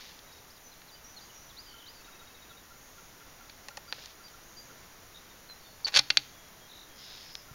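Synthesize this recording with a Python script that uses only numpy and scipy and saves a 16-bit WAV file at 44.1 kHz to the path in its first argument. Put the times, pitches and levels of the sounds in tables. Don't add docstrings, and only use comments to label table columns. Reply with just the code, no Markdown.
import sys
import numpy as np
from scipy import signal
from scipy.fft import rfft, irfft, next_fast_len
from scipy.io import wavfile
from scipy.ndimage import uniform_filter1d, minimum_filter1d

SR = 44100
rng = np.random.default_rng(int(sys.argv[2]) if len(sys.argv) > 2 else 0)


def wav_out(sig):
    wavfile.write(sys.argv[1], SR, np.round(np.clip(np.atleast_2d(sig).T, -1, 1) * 32767).astype(np.int16))


N = 332514

# freq_hz, density_db
CRACK_SPECTRUM = [(100, -42), (450, -28.5), (1100, -20.5), (1450, -7), (2900, -2.5), (3300, -0.5),
                  (4600, 0.5), (5500, -3), (6700, -9.5), (7900, -33), (9700, -23), (11500, -42),
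                  (12400, -31), (14500, -59)]
# time_s, level_db
BOLT_RUBS = [
    [(5.867, -45.5), (5.872, -39.5), (5.884, -37), (5.893, -60), (5.902, -58)],
    [(5.92, -55), (5.939, -43), (5.95, -28), (5.975, -33), (5.993, -26), (6.006, -64)],
]
# start_s, length_s, start_hz, level_db
BIRD_SWOOPS = [(.318, .024, 3800, -56), (.492, 0.03, 3600, -58), (1.563, 0.057, 3370, -49),
               (1.859, 0.054, 3340, -51.5)]
SWOOP_RATIO = 1.53


def gain_of(db):
    return 10 ** (np.asarray(db) / 20)


def unit_rms(x):
    return x / np.sqrt(np.mean(x ** 2) + 1e-20)


def unit_energy(x):
    return x / (np.linalg.norm(x) + 1e-20)


def curve_at(points, hz):
    freq_hz, value = np.transpose(points)
    return np.interp(np.log(hz + 1), np.log(freq_hz), value)


def add(mix, start_s, sound):
    part = mix[max(round(start_s * SR), 0):][:len(sound)]
    part += sound[:len(part)]


def seconds(length_s):
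    return np.arange(int(length_s * SR)) / SR


def colour(x, spectrum, tilt_db=0):
    size = next_fast_len(len(x))
    hz = abs(np.fft.fftfreq(size, 1 / SR))
    octaves = np.log2(np.clip(hz, 500, 9000) / 3500)
    log_gain = np.log(gain_of(curve_at(spectrum, hz) + tilt_db * octaves))
    response = np.exp(np.conj(signal.hilbert(log_gain)))
    return np.fft.ifft(np.fft.fft(x, size) * response).real[:len(x)]


def ring(modes, t):
    return sum((-1) ** k * gain_of(db - 60 * t / t60_s) * np.sin(2 * np.pi * hz * t)
               for k, (hz, db, t60_s) in enumerate(modes))


def tone(hz, taper):
    return np.sqrt(2) * np.sin(2 * np.pi * np.cumsum(hz) / SR) * signal.windows.tukey(len(hz), taper)


def waver(size, smooth_samples):
    return unit_rms(uniform_filter1d(rng.standard_normal(size), smooth_samples))


def background(air_db=-54.5, hiss_db=-59.5, drift_db=0.46):
    # freq_hz, density_db
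    air_spectrum = [(25, -3.5), (60, -8), (130, -10.5), (350, -13), (1300, -14), (2000, -15), (2500, -19),
                    (4200, -19.5), (5300, -20.5), (5680, -15), (5950, -16), (6400, -18.5), (7050, -17),
                    (7750, -54.5)]
    # freq_hz, density_db
    hiss_spectrum = [(7900, -61), (8400, -10), (9200, -4.5), (11000, -1.5), (15500, -0.5)]
    air = unit_rms(colour(rng.standard_normal(N), air_spectrum))
    drift = gain_of(drift_db * waver(N, 12000))
    hiss = unit_rms(colour(rng.standard_normal(N), hiss_spectrum))
    return gain_of(air_db) * air * drift + gain_of(hiss_db) * hiss


def field_echo(x, echoes_per_s=3000, predelay_s=.008):
    # freq_hz, t60_s
    decay = [(150, 0.22), (1000, 0.58), (4000, 0.47), (8000, 0.29)]
    echoes = rng.standard_normal(SR) * (rng.random(SR) < echoes_per_s / SR) * (seconds(1) > predelay_s)
    hz, t, bands = signal.stft(echoes, SR, nperseg=256)
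    fade = gain_of(-60 * t / curve_at(decay, hz)[:, None])
    tail = signal.istft(bands * fade, SR, nperseg=256)[1]
    return signal.fftconvolve(x, unit_energy(tail))[:N]


def bird_notes(slur_s=.036, landing_hz=3320, peep_s=.051, peep_hz=4740, pip_s=.024, pip_hz=1370,
               pip_db=-55, seesaw_s=.56, seesaw_pairs_per_s=13.35, seesaw_note_s=.021):
    # start_s, start_hz, share_of_drop_left_halfway, level_db
    slurs = [(.375, 4900, .42, -63), (.552, 5100, .45, -61), (.71, 4100, 1, -59), (.875, 4450, .65, -58),
             (1.161, 4200, 1, -50.5), (1.488, 4500, .25, -58), (1.783, 4300, 0.27, -60),
             (2.497, 3800, 0.25, -61)]
    for s, hz, bend, db in slurs:
        yield s, slur_s, (hz, landing_hz + bend * (hz - landing_hz), landing_hz), db
    for s, length_s, hz, db in BIRD_SWOOPS:
        top_hz = hz * SWOOP_RATIO
        yield s, length_s, (hz, hz + .65 * (top_hz - hz), top_hz), db
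    # start_s, level_db
    peeps = [(0.914, -56.5), (1.205, -56), (3.875, -53), (4.235, -53), (4.563, -51)]
    for s, db in peeps:
        yield s, peep_s, (peep_hz, peep_hz, peep_hz), db
    # first_s, pitch_hz, level_db
    seesaw = [(2.043, 3780, -57.5), (1.998, 2620, -64)]
    for first_s, hz, db in seesaw:
        for s in np.arange(first_s, first_s + seesaw_s, 1 / seesaw_pairs_per_s):
            yield s, seesaw_note_s, (hz, hz, hz), db
    pips = [1.737, 2.075, 2.21, 2.504, 2.704, 2.977, 3.205, 3.403, 3.702, 3.877, 4.198, 4.335, 4.695, 7.483]
    for s in pips:
        yield s, pip_s, (pip_hz, pip_hz * 1.01, pip_hz * .98), pip_db
    # start_s, length_s, start_hz, level_db
    thin_notes = [(.255, 0.138, 3900, -64), (.625, 0.086, 6200, -59), (.945, .025, 3080, -61),
                  (1.035, .042, 5840, -53.5), (1.039, .12, 6160, -59.5), (1.295, 0.017, 3030, -58),
                  (1.336, 0.058, 5860, -55.5), (1.37, .14, 6070, -60.5), (5.294, .045, 3770, -62),
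                  (5.487, 0.054, 4170, -50), (5.586, 0.2, 4520, -63), (5.64, .059, 3670, -61.5),
                  (6.303, .21, 3400, -66), (6.597, .085, 3330, -63), (6.886, .15, 3330, -64)]
    for s, length_s, hz, db in thin_notes:
        yield s, length_s, (hz, hz * .9766, hz * .972), db


def whistles(jitter=0.0039, flutter_db=2):
    out = np.zeros(N)
    for s, length_s, pitches_hz, db in bird_notes():
        progress = seconds(length_s) / length_s
        hz = np.polyval(np.polyfit([0, .5, 1], pitches_hz, 2), progress)
        swell = np.sqrt(np.sin(np.pi * progress))
        flutter = gain_of(flutter_db * waver(len(hz), 200))
        hz *= 1 + jitter * waver(len(hz), 90)
        add(out, s, gain_of(db) * swell * flutter * tone(hz, taper=.16))
    return out


def chip_run(length_s, chips_per_s, top_hz, bottom_hz, rasp, taper=.3):
    progress = seconds(length_s) * chips_per_s % 1
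    hz = (top_hz + (bottom_hz - top_hz) * progress) * (1 + rasp * waver(len(progress), 30))
    return np.sin(np.pi * progress) * tone(hz, taper)


def trills(rasp_per_chip_rate=0.00053):
    # start_s, length_s, chips_per_s, top_hz, bottom_hz, level_db
    calls = [(1.643, 0.28, 52, 3300, 2890, -56), (5.139, 0.053, 70, 3850, 3550, -51.5),
             (6.671, 0.19, 52, 4220, 3460, -52.5), (6.906, 0.58, 100, 5370, 4920, -53),
             (6.984, 0.25, 104, 4210, 3350, -54)]
    out = np.zeros(N)
    for s, length_s, rate, top_hz, bottom_hz, db in calls:
        trill = chip_run(length_s, rate, top_hz, bottom_hz, rasp_per_chip_rate * rate, taper=.39)
        add(out, s, gain_of(db) * trill)
    return out


def insect(first_s=1.13, every_s=1.634, level_db=-60):
    out = np.zeros(N)
    for s in np.arange(first_s, N / SR, every_s):
        buzz = chip_run(length_s=.35, chips_per_s=67, top_hz=6900, bottom_hz=5980, rasp=.011)
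        add(out, s, gain_of(level_db) * buzz)
    return out


def swoop_tails(stretch=2.3, end_ratio=.82, relative_db=-8):
    out = np.zeros(N)
    for s, swoop_s, hz, db in BIRD_SWOOPS:
        top_hz, tail_s = hz * SWOOP_RATIO, swoop_s * stretch
        tail = chip_run(tail_s, 1 / tail_s, top_hz, top_hz * end_ratio, rasp=.03)
        add(out, s + swoop_s, gain_of(db + relative_db) * tail)
    return out


def table_bump(pitch_hz=125, t60_s=0.058):
    # start_s, level_db
    bumps = [(7.513, -40)]
    out = np.zeros(N)
    for s, db in bumps:
        add(out, s, ring([(pitch_hz, db, t60_s)], seconds(.2)))
    return out


def rubbing(slips_per_s=4000):
    # time_s, level_db
    hand_rubs = [
        [(0, -50.5), (.1, -53.5), (.17, -60), (.22, -76)],
        [(3.925, -60), (3.95, -54.5), (4.04, -51.5), (4.12, -59), (4.15, -81)],
        [(6.98, -58), (7.13, -51.5), (7.32, -56.5)],
    ]
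    out = np.zeros(N)
    for stroke in hand_rubs + BOLT_RUBS:
        s, db = np.transpose(stroke)
        t = seconds(s[-1] - s[0]) + s[0]
        slips = rng.standard_normal(len(t)) * (rng.random(len(t)) < slips_per_s / SR)
        add(out, s[0], gain_of(np.interp(t, s, db)) * unit_rms(colour(slips, CRACK_SPECTRUM)))
    return out


def bolt_squeaks(pitch_hz=4470, jitter=0.025, bandwidth_hz=260):
    # start_s, length_s, level_db
    squeaks = [(5.8464, 0.0019, -18.5), (5.851, 0.0088, -25.5), (5.946, 0.02, -28), (5.976, 0.0046, -42)]
    push = np.zeros(N)
    for s, length_s, db in squeaks:
        add(push, s, np.full(int(length_s * SR), gain_of(db)))
    pole = np.exp(-np.pi * bandwidth_hz / SR)
    envelope = signal.lfilter([1 - pole], [1, -pole], push)
    return envelope * tone(pitch_hz * (1 + jitter * waver(N, 20)), taper=0)


def bolt_rattles(rattles_per_s=170, over_rub_db=4, spread_db=4.5, tilt_db=-0.5):
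    for stroke in BOLT_RUBS:
        s, db = np.transpose(stroke)
        timing, strength = rng.standard_normal((64, 2)).T
        times_s = s[0] + (np.arange(len(timing)) + .5 + timing / 4) / rattles_per_s
        levels_db = np.interp(times_s, s, db) + over_rub_db + spread_db * strength
        yield from ((at, level, tilt_db) for at, level in zip(times_s, levels_db) if at < s[-1])


def handling_hits(tap_stock_db=-16, catch_steel_db=-9,
                  seat_after_s=.0041, seat_contact_s=.0006, seat_steel_db=-6, seat_stock_db=7):
    # start_s, level_db, contact_s, tilt_db_per_octave, steel_db
    taps = [(.19, -49, 0.00082, 2, -8), (.817, -52, 0.00053, -7, -6), (3.496, -45.5, .0005, -4, 1),
            (3.9826, -49, 0.0015, -15, -4), (4.058, -43, 0.00061, 9, -10), (4.282, -53.5, .0007, -2, -4),
            (5.498, -52, 0.00033, -11, -10), (7.353, -36, 0.00022, 0.5, -18)]
    for tap in taps:
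        yield *tap, tap_stock_db
    # start_s, level_db, contact_s, tilt_db_per_octave, stock_db, seat_level_db
    catches = [(3.6843, -38.5, 0.00042, 15, 1, -46), (3.771, -38, 0.00072, 15, 0.5, -42),
               (3.9254, -29.5, 0.000167, -5, -10, -43)]
    for s, db, contact_s, tilt_db, stock_db, seat_db in catches:
        yield s, db, contact_s, tilt_db, catch_steel_db, stock_db
        yield s + seat_after_s, seat_db, seat_contact_s, tilt_db, seat_steel_db, seat_stock_db


def bolt_hits(clack_steel_db=-6.5, knock_contact_s=.0005, knock_steel_db=-4.5, knock_stock_db=-9.5,
              middling_db=-26.5):
    # start_s, level_db, contact_s, tilt_db_per_octave, stock_db
    clacks = [(6.1022, -16.5, 0.0011, -4, -20.5), (6.1715, -12, 0.00048, -2, -30)]
    for s, db, contact_s, tilt_db, stock_db in clacks:
        yield s, db, contact_s, tilt_db, clack_steel_db, stock_db
    # start_s, level_db, tilt_db_per_octave
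    knocks = [(5.8671, -37, -12), (5.8826, -32.5, 0), (5.941, -28.5, -4.5), (5.9507, -27, 6),
              (5.9611, -18.5, -1), (5.9635, -17.5, -1.5), (5.9705, -15, -2), (5.9736, -19, 6.5),
              (5.9923, -17.5, 5)]
    for s, db, tilt_db in knocks + list(bolt_rattles()):
        stock_db = knock_stock_db - .48 * (db - middling_db)
        yield s, db, knock_contact_s, tilt_db, knock_steel_db, stock_db


def contact_force(t, contact_s):
    envelope = (t / contact_s) ** .5 * np.exp(-t / contact_s / 2)
    force = envelope * rng.standard_normal(len(t))
    for _ in range(6):
        flat = irfft(np.exp(1j * np.angle(rfft(force))), len(t))
        force = envelope * np.cos(np.angle(signal.hilbert(flat)))
    return unit_energy(force)


def rifle_impacts(hits, size=8192, table_db=8):
    # pitch_hz, level_db, t60_s
    steel_modes = [(810, -10, 0.084), (1480, -5.5, 0.049), (1690, -1, 0.027), (2060, -4, 0.053),
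                   (2395, 6, 0.027), (2470, 7, 0.026), (2746, -5, 0.078), (3140, 9, 0.017),
                   (3490, 5.5, 0.016), (3490, 5, 0.034), (4080, 8.5, 0.029), (4300, 15, 0.02),
                   (4500, 9.5, 0.031), (4830, 6, 0.011), (5330, -4, 0.021), (5850, -25, .02),
                   (6510, 9.5, 0.0073)]
    # pitch_hz, level_db, t60_s
    stock_modes = [(573, -1.5, 0.031), (822, 2.5, 0.026), (1170, 1, 0.022), (1260, -9, 0.032),
                   (1880, 6.5, 0.02), (2340, 7, 0.0053), (2630, 10, 0.0075)]
    # pitch_hz, level_db, t60_s
    table_modes = [(130.6, -44, 0.28), (190, -58, 0.18), (294, -43.5, 0.19)]
    out, t = np.zeros(N), np.arange(size) / SR
    bodies = [ring(modes, t) for modes in (steel_modes, stock_modes, table_modes)]
    rms_scale = np.sqrt(.005 * SR)
    for s, db, contact_s, tilt_db, steel_db, stock_db in hits:
        force = contact_force(t, contact_s)
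        crack = unit_energy(colour(force, CRACK_SPECTRUM, tilt_db))
        steel, stock, table = (signal.fftconvolve(force, body)[:size] for body in bodies)
        hit = crack + gain_of(steel_db) * unit_energy(steel) + gain_of(stock_db) * unit_energy(stock)
        add(out, s, gain_of(db) * (rms_scale * unit_energy(hit) + gain_of(table_db) * table))
    return out


def scene(rifle_send_db=-27, wildlife_send_db=-11, bounce_s=.0195, bounce_db=-29):
    impacts = rifle_impacts(handling_hits()) + rifle_impacts(bolt_hits())
    rifle = impacts + rubbing() + bolt_squeaks() + table_bump()
    wildlife = whistles() + trills() + insect() + swoop_tails()
    echoes = field_echo(gain_of(rifle_send_db) * rifle + gain_of(wildlife_send_db) * wildlife)
    add(echoes, bounce_s, gain_of(bounce_db) * rifle)
    return (rifle + wildlife + echoes + background())[None]


def record(dry, ceiling=.8, cutoff_hz=15850):
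    allowed_gain = np.minimum(1, ceiling / (abs(dry[0]) + 1e-9))
    limited = dry * uniform_filter1d(minimum_filter1d(allowed_gain, size=89), size=89)
    lowpass = signal.firwin(511, cutoff_hz, window=("kaiser", 9), fs=SR)
    return signal.oaconvolve(limited, lowpass[None], "same")


dry = scene()
out = record(dry)
wav_out(out)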